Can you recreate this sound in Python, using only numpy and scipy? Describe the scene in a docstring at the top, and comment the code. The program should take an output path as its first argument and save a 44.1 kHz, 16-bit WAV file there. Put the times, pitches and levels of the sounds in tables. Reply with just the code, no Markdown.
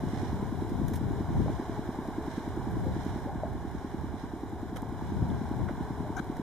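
"""A slow single-cylinder engine, likely a water pump, thuds ten times a second across an open waterhole.
Each firing puffs from the exhaust pipe and echoes off the bush, over a soft wash of clatter and rattle.
Gusts rumble on the two microphone ports, among low thumps, small plops and knocks.
A hand rubs and creaks on the camera's case. Behind it all, dry grass swishes and hisses thinly.
The treble has three narrow, deep gaps."""
import sys
import numpy as np
from scipy import signal
from scipy.fft import rfft, irfft
from scipy.io import wavfile
from scipy.ndimage import uniform_filter1d

SR = 44100
rng = np.random.default_rng(int(sys.argv[2]) if len(sys.argv) > 2 else 0)


def bounce(signal):
    """Save signal as a 16-bit WAV file at the path given by the first command-line argument."""
    frames = np.transpose(np.atleast_2d(signal))
    limited = np.clip(frames, -1, 1)
    pcm = np.round(limited * 32767).astype(np.int16)
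    wavfile.write(sys.argv[1], SR, pcm)


N = 283122
TIME = np.arange(N) / SR


def crank(firing_hz=10.265, sag_hz_per_s=.0142, first_firing_s=.0382):
    """Running count of engine cycles: an idle that slows very slightly."""
    return firing_hz * (TIME - first_firing_s) - sag_hz_per_s * TIME ** 2 / 2


def thud(pitch_hz, rise_s=.0023, fall_s=.0048, sag_per_s=35):
    """One puff from the pipe: a few cycles that swell fast, sag in pitch and die."""
    t = np.arange(-SR // 64, SR // 64) / SR
    cycles = pitch_hz * (t - sag_per_s * t ** 2 / 2)
    return np.cos(2 * np.pi * cycles) * swell(t, rise_s, fall_s)


# Slapback off the bush: (delay [s], signed gain [ratio])
THUD_ECHOES = [(0.0105, -0.16), (0.026, -0.3), (0.0287, -0.091), (0.0352, 0.1), (0.067, .21),
               (.076, -0.068), (0.0917, 0.21)]
# Diffuse bed of thuds scattered by ground and bush: (frequency [Hz], relative level [dB])
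SCATTER_EQ = [(60, -3.5), (160, -8.5), (250, -2.5), (330, 1), (430, 1.5), (520, -14), (900, -44)]
# Level ride of the thuds across the water: (time [s], gain [dB])
THUD_RIDE = [(0, 1), (1.4, 0.1), (3.2, -0.2), (3.35, -3), (5, -2.4), (5.9, -.5), (6.42, -0.8)]

def exhaust(turns, jitter_s=.00021, pitch_spread=.06, spread_db=.77):
    """Each firing gives a slightly different thud, with a low push, a pipe ring and wavering echoes."""
    push = gain_of(-18) * thud(137, rise_s=.0062, fall_s=.0042, sag_per_s=0)
    pipe = gain_of(-15) * ringing(hz=432.6, t60=.05, rise_s=.0015)
    firing_times = TIME[1:][np.diff(np.floor(turns)) > 0]
    direct = np.zeros((2, N))
    for firing_s in firing_times:
        size, pitch, late = rng.standard_normal(3)
        puff = (thud(pitch_hz=279 * (1 + pitch_spread * pitch)) + push) * gain_of(spread_db * size)
        peak_s = firing_s + jitter_s * late
        add(direct, peak_s - len(puff) / (2 * SR), puff)
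        add(direct, peak_s, pipe)
    out = direct.copy()
    for delay_s, gain in THUD_ECHOES:
        add(out, delay_s, gain * direct * (1 + .25 * flutter(4)))
    scatter = gain_of(-21.5) * noise(SCATTER_EQ, coherence=.98)
    return (out + scatter) * gain_of(-23.5 + follow(THUD_RIDE))


# Midrange wash of the mechanism: (frequency [Hz], relative level [dB])
CLATTER_EQ = [(250, -26), (520, -7.5), (620, -0.5), (750, 3.5), (950, 2), (1100, -3), (1300, -19),
              (1400, -11.5), (1600, -8), (1900, -19.5), (2300, -20.5), (3200, -44), (6000, -57)]
# Bright ring of the engine's knock: (frequency [Hz], relative level [dB])
KNOCK_EQ = [(900, -35), (1400, -9), (1550, 3), (1700, -2), (2400, -31), (4000, -43)]
# Level ride of clatter and rattle as the air carries them over the water: (time [s], gain [dB])
CLATTER_RIDE = [(0, 2), (.3, 1.5), (.8, -1), (1.55, 1.5), (2.6, 1.5), (3.25, 0.9), (3.65, -0.5), (4.55, -3),
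                (5.4, 1), (6.42, 0)]

def clatter(turns, knock_turn=.88, knock_width_turns=.03):
    """Valves and gears blur into a wash, with a brighter knock just before each thud."""
    turns_from_knock = (turns - knock_turn + .5) % 1 - .5
    accent = swell(turns_from_knock, knock_width_turns, knock_width_turns)
    wash = noise(CLATTER_EQ, coherence=1) * gain_of(1.37 + .85 * flutter(27) + .32 * accent)
    knock = gain_of(-22) * accent * noise(KNOCK_EQ, coherence=.87)
    return (wash + knock) * gain_of(-47.5 + follow(CLATTER_RIDE)) * pan(-.88)


# Loose engine parts: (pitch [Hz], relative level [dB], decay t60 [s])
RATTLE_MODES = [(728.3, -1.5, 0.26), (866, -2, 0.051), (979, 0.5, 0.045), (1448, -9, .06),
                (1565, -11, 0.063), (1714, -9.5, 0.028), (2122, -17, 0.1)]

def rattle(taps_per_s=45, spread_db=2):
    """Loose metal is shaken into short rings, each part tapping at random."""
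    out = np.zeros(N)
    for hz, db, t60 in RATTLE_MODES:
        hits = rng.random(N) < taps_per_s / SR
        taps = hits * gain_of(spread_db * np.clip(rng.standard_normal(N), -2, 2))
        rings = signal.oaconvolve(taps, ringing(hz, t60, rise_s=.00059))[:N]
        out += gain_of(db) * unit_rms(rings)
    return unit_rms(out) * gain_of(-56 + follow(CLATTER_RIDE)) * pan(-.76)


# Gust cues: (peak time [s], rise [s], fall [s], relative level [dB], pan left [dB])
GUST_CUES = [(.05, .05, 0.055, -33, 5), (.2, 0.043, 0.17, -33, -7), (.58, 0.25, .12, -35, 11),
             (0.831, .12, 0.24, -29, 7), (1.13, 0.18, .18, -32, 5.5), (1.385, 0.079, 0.11, -25.5, 5.5),
             (1.78, 0.11, 0.11, -37.5, 3), (2.69, 0.074, 0.11, -33.5, -7.5), (2.86, .11, 0.16, -32, 7.5),
             (3, .45, 0.74, -36.5, -4), (3.519, 0.021, 0.067, -36.5, -7), (3.8, 0.053, .05, -43, 10),
             (4.039, 0.086, 0.12, -37.5, -7), (4.82, 0.26, 0.14, -43, 8.5), (5.29, 0.13, .1, -27.5, 5),
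             (5.35, 0.4, .4, -36, 3), (5.62, 0.062, 0.093, -32.5, 9), (6.05, 0.33, 0.26, -41, 11)]
# Soft rumble of light wind: (frequency [Hz], relative level [dB])
RUMBLE_EQ = [(10, -49), (25, -29), (45, -6), (80, -1), (115, -2.5), (155, -7.5), (200, -10), (300, -23),
             (500, -26.5), (1000, -40), (2500, -58), (8000, -95)]
# Fuller buffet of a strong gust: (frequency [Hz], relative level [dB])
BUFFET_EQ = [(10, -46), (25, -26), (50, -5), (85, -1.5), (125, -0.5), (175, -3), (250, -9), (400, -23),
             (700, -30), (1500, -52), (5000, -54), (12000, -72)]

def wind(breeze_db=-41.5, eddy_db=1.28):
    """Gusts swell over a breeze and buffet each port separately; the strong ones sound brighter."""
    power = (gain_of(breeze_db) * pan(-3)) ** 2
    for peak_s, rise_s, fall_s, db, left_db in GUST_CUES:
        power = power + (gain_of(db) * pan(left_db)) ** 2 * swell(TIME - peak_s, rise_s, fall_s)
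    wind_db = 10 * np.log10(power)
    strength = np.clip((wind_db + 37.5) / 13, 0, 1)
    # Eddies cross the left port first: (frequency [Hz], left lead [rad])
    lead = [(30, .77), (90, 1.06), (200, 1.16)]
    rumble = np.sqrt(1 - strength) * noise(RUMBLE_EQ, coherence=.31, lead=lead)
    buffet = np.sqrt(strength) * noise(BUFFET_EQ, coherence=.31, lead=lead)
    lumps_db = eddy_db * np.array([flutter(12), flutter(17)])
    return (rumble + buffet) * gain_of(wind_db + lumps_db - 2.5)


# Low thumps, small plops and knocks: (time [s], pitch [Hz], level [dB], decay t60 [s])
THUMP_AND_PLOP_CUES = [(0.0708, 175, -19, .022), (.176, 160, -20.5, 0.026), (.295, 785, -35, 0.041),
                       (.343, 190, -23, 0.044), (.575, 220, -23, 0.023), (.620, 600, -29, 0.0081),
                       (.797, 144.2, -23.5, 0.071), (.851, 826, -44, .03), (1.354, 131.6, -14, 0.052),
                       (1.46, 461, -23.5, 0.028), (1.469, 694, -27, 0.023), (1.481, 772, -29.5, 0.034),
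                       (1.494, 600, -30, 0.026), (1.777, 760, -40, 0.029), (2.052, 662, -31, 0.041),
                       (2.44, 770, -38, 0.031), (2.855, 519, -36, 0.22), (3.272, 566, -36, 0.1),
                       (3.293, 802, -35, 0.14), (3.424, 750, -33, .04), (3.434, 635, -22, 0.04),
                       (3.449, 681, -31.5, 0.064), (4.761, 513, -29, 0.026), (4.765, 3234, -38.5, 0.016),
                       (4.768, 1290, -37, 0.027), (4.831, 870, -25.5, 0.014), (4.981, 859, -40, 0.022),
                       (5.011, 873, -32, 0.026), (5.096, 900, -35, 0.013), (5.225, 170, -17, 0.034),
                       (5.3015, 3410, -41, .009), (5.689, 1530, -36, 0.014), (5.694, 600, -25, 0.022),
                       (6.052, 630, -35, 0.065), (6.126, 910, -38, 0.031)]

def thumps_and_plops(roughness=.33, faint_count=4, faint_hz=695, spread_octaves=.19):
    """Each thump, plop or knock is one short, slightly rough ring; a few faint extras land at random."""
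    faint = [(when * N / SR, faint_hz * 2 ** (spread_octaves * (2 * pitch - 1)), -32, .019)
             for when, pitch in rng.random((faint_count, 2))]
    out = np.zeros((2, N))
    for start_s, hz, db, t60 in THUMP_AND_PLOP_CUES + faint:
        add(out, start_s, gain_of(db) * ringing(hz, t60, rise_s=.00041) * pan(1.54))
    return out * (1 + roughness * flutter(70))


# Resonances of the case: (pitch [Hz], relative level [dB], decay t60 [s], change over the creak [dB])
CASE_MODES = [(766, -7, 0.012, -5), (1008, 5, 0.01, -4), (1330, 8, 0.015, 5), (1500, 0.5, .024, 5),
              (2230, -1, 0.0027, 8), (3420, 2.5, 0.0021, 11), (5970, 3, 0.0027, -13),
              (9100, -7, .0015, -10), (13000, -13, 0.0037, -8)]

def creak(start_s=6.165, length_s=.034, level_db=-37.5, slip_hz=770):
    """A quick run of nearly regular slips squeaks through the case's modes, off to the left."""
    t = np.arange(4096) / SR
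    progress = np.minimum(t / length_s, 1)
    grip = progress ** .23 * (t < length_s)
    slip_rate = slip_hz * (1 + .07 * grain(len(t), smooth_samples=60))
    slipping = np.diff(np.floor(np.cumsum(slip_rate) / SR), prepend=-1)
    slips = grip * slipping * (1 + .55 * rng.standard_normal((2, len(t))))
    squeak = 0
    for hz, db, t60, change_db in CASE_MODES:
        drive = slips * gain_of(db + change_db * (progress - .5))
        squeak = squeak + signal.fftconvolve(drive, ringing(hz, t60, rise_s=.00005)[None], axes=1)
    squeak /= squeak[:, :round(length_s * SR)].std(axis=1, keepdims=True) + 1e-12
    out = np.zeros((2, N))
    add(out, start_s, gain_of(level_db) * squeak * pan(6))
    return out


# Skin brushing the case: (time [s], length [s], level [dB], pan left [dB], treble tilt [dB/octave])
RUB_CUES = [(0.69, 0.011, -56, -3.5, 0), (0.868, 0.039, -62, -7, 4), (.8815, 0.0045, -48.5, -6, 3),
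            (0.933, 0.011, -47, -5, 0.5), (0.952, 0.014, -48.5, -4, 2), (2.703, .013, -65, 1, 9),
            (4.756, 0.018, -48.5, -10, -1.5), (4.769, 0.0019, -44, 12, 0), (4.8203, 0.0012, -49, 2, 3),
            (5.68, 0.025, -45, -4, -9), (6.366, 0.0046, -48.5, 0, -2)]
# Dry friction tone, also used for the grass ticks: (frequency [Hz], relative level [dB])
FRICTION_EQ = [(300, -8), (1200, 13.5), (2200, 9.5), (3500, 5), (5500, 3.5), (7000, 0.5), (11000, 0),
               (13300, -1), (15000, -3), (16000, -15)]

def rubs():
    """Skin drags over the case in short, grainy strokes."""
    t = np.arange(4096) / SR
    out = np.zeros((2, N))
    for start_s, length_s, db, left_db, tilt_db in RUB_CUES:
        stroke = 2 * t / length_s * np.exp(1 - 2 * t / length_s)
        texture = gain_of(2 * grain(len(t), smooth_samples=50))
        friction = noise(FRICTION_EQ, coherence=.82, tilt_db=tilt_db, size=len(t))
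        add(out, start_s, gain_of(db) * stroke * texture * friction * pan(left_db))
    return out


# Swishes in the grass: (peak time [s], half length [s], level [dB], pan left [dB])
SWISH_CUES = [(.2, .16, -53, -7), (1.6, 0.35, -58.5, -5), (2.369, 0.13, -54, -2), (3.062, .15, -55, -8),
              (3.846, 0.26, -62.5, -6), (4.218, .048, -61.5, -13), (5.066, 0.083, -60.5, -2),
              (5.446, 0.13, -60, 1), (5.86, 0.13, -67.5, 14)]
# Papery tone of the grass: (frequency [Hz], relative level [dB])
SWISH_EQ = [(800, -24), (1600, 15.5), (2200, 9.5), (3300, 5.5), (4100, 6.5), (5000, 3.5), (5800, 3.5),
            (6700, -3.5), (8800, -4.5), (10500, -14), (15000, -23)]

def swishes():
    """Dry grass rustles in a few soft, grainy swells."""
    envelope = sum(gain_of(db) * pan(left_db) * swell(TIME - peak_s, half_s, half_s)
                   for peak_s, half_s, db, left_db in SWISH_CUES)
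    return envelope * noise(SWISH_EQ, coherence=.31) * gain_of(2 * flutter(140))


# Thin, airy bed: (frequency [Hz], relative level [dB])
HISS_EQ = [(300, -10), (1200, 14.5), (2200, 9), (3200, 6.5), (4100, 7), (5000, 3), (5800, 1), (6500, -2.5),
           (7400, 0), (9000, -4.5), (12000, -5), (15000, -13.5)]
# How alike the hiss is in the two ports: (frequency [Hz], coherence [ratio])
HISS_COHERENCE = [(500, 0.7), (2000, 0.5), (3000, 0.87), (4000, 0.84), (5500, .05), (8000, 0.4),
                  (15000, 0.38)]
# The hiss reaches the ports out of step: (frequency [Hz], left lead [rad])
HISS_PHASE = [(1000, 0), (1800, 0), (2200, 1.4), (3000, 1.15), (3700, 1.3), (4300, -2.9), (5500, 1.5),
              (9000, -1.5), (13000, -3.5)]

def hiss(ticks_per_s=25, fade_db_per_s=.33, lull_start_s=3.28, lull_end_s=4.97, edge_s=.05):
    """Air in dry grass, a little to the right: a slowly easing bed with tiny ticks and one 2 dB lull."""
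    air = noise(HISS_EQ, HISS_COHERENCE, lead=HISS_PHASE) * gain_of(.5 * flutter(30))
    ticks = (rng.random(N) < ticks_per_s / SR) * rng.random(N) ** 2
    tick_tails = signal.lfilter([1], [1, -np.exp(-1 / (SR * .0017))], ticks)
    crackle = gain_of(5.5) * tick_tails * noise(FRICTION_EQ, coherence=.3)
    lull = (np.tanh((TIME - lull_start_s) / edge_s) - np.tanh((TIME - lull_end_s) / edge_s)) / 2
    return (air + crackle) * gain_of(-54 - fade_db_per_s * TIME - 2 * lull) * pan(-2.4)


def noise(eq, coherence, tilt_db=0, lead=None, size=N):
    """Stereo noise at unit rms; coherence is a number or a curve, tilt is per octave above 1 kHz."""
    hz = np.fft.rfftfreq(size, 1 / SR)
    left, independent = rfft(rng.standard_normal((2, size)))
    shared = np.clip(curve_at(coherence, hz) if np.ndim(coherence) else coherence, -1, 1)
    lag = np.exp(-1j * curve_at(lead, hz)) if lead else 1
    right = shared * lag * left + np.sqrt(1 - shared ** 2) * independent
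    colour = gain_of(curve_at(eq, hz) + tilt_db * np.log2(np.maximum(hz, 1000) / 1000))
    return unit_rms(irfft(np.array([left, right]) * colour, size))


def ringing(hz, t60, rise_s):
    """One damped mode with a soft attack."""
    t = np.arange(SR // 4) / SR
    return np.sin(2 * np.pi * hz * t) * (1 - np.exp(-t / rise_s)) * gain_of(-60 * t / t60)


def flutter(rate_hz):
    """A random wobble at unit rms, up to about the given rate."""
    hz = np.fft.rfftfreq(N, 1 / SR)
    return unit_rms(irfft(rfft(rng.standard_normal(N)) * np.exp(-(hz / rate_hz) ** 2), N))


def grain(size, smooth_samples):
    """Fast random roughness at unit rms."""
    return unit_rms(uniform_filter1d(rng.standard_normal(size), smooth_samples))


def swell(t, rise, fall):
    """A smooth hump of height one, peaking at t = 0."""
    return np.exp(-(t / np.where(t < 0, rise, fall)) ** 2)


def curve_at(points, hz):
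    """Joins breakpoints on a log-frequency axis."""
    point_hz, values = np.transpose(points)
    return np.interp(np.log(hz + 1), np.log(point_hz + 1), values)


def follow(ride):
    """A level ride in dB at every sample."""
    return np.interp(TIME, *np.transpose(ride))


def gain_of(db):
    """Decibels to pressure."""
    return 10 ** (np.asarray(db) / 20)


def unit_rms(x):
    """Scales to an rms of one."""
    return x / np.sqrt(np.mean(x ** 2) + 1e-20)


def pan(left_db):
    """Stereo gains that put the left side left_db above the right."""
    return gain_of(np.array([[left_db], [-left_db]]) / 2)


def add(mix, start_s, sound):
    """Drops a sound into the mix at its cue."""
    part = mix[:, max(round(start_s * SR), 0):][:, :sound.shape[-1]]
    part += sound[..., :part.shape[1]]


def scene():
    """The mix: engine, weather and short spot sounds."""
    turns = crank()
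    engine = exhaust(turns) + clatter(turns) + rattle()
    weather = wind() + hiss() + swishes()
    return engine + weather + rubs() + thumps_and_plops() + creak()


# Three narrow, deep gaps in the treble: (centre [Hz], wide cut [Hz], narrow cut [Hz])
TREBLE_GAPS = [(2626, 650, 70), (4570, 620, 170), (7910, 310, 70)]

def record(dry, cutoff_hz=15500):
    """Tiny fades at both ends, three narrow, deep gaps in the treble, then a steep high cut."""
    out = dry * signal.windows.tukey(N, 200 / N)
    for hz, wide_hz, narrow_hz in TREBLE_GAPS:
        for width_hz in (wide_hz, narrow_hz):
            out = signal.lfilter(*signal.iirnotch(hz, hz / width_hz, SR), out)
    high_cut = signal.firwin(401, cutoff_hz, window=("kaiser", 9), fs=SR)
    return signal.oaconvolve(out, high_cut[None], "same")


dry = scene()
out = record(dry)
bounce(out)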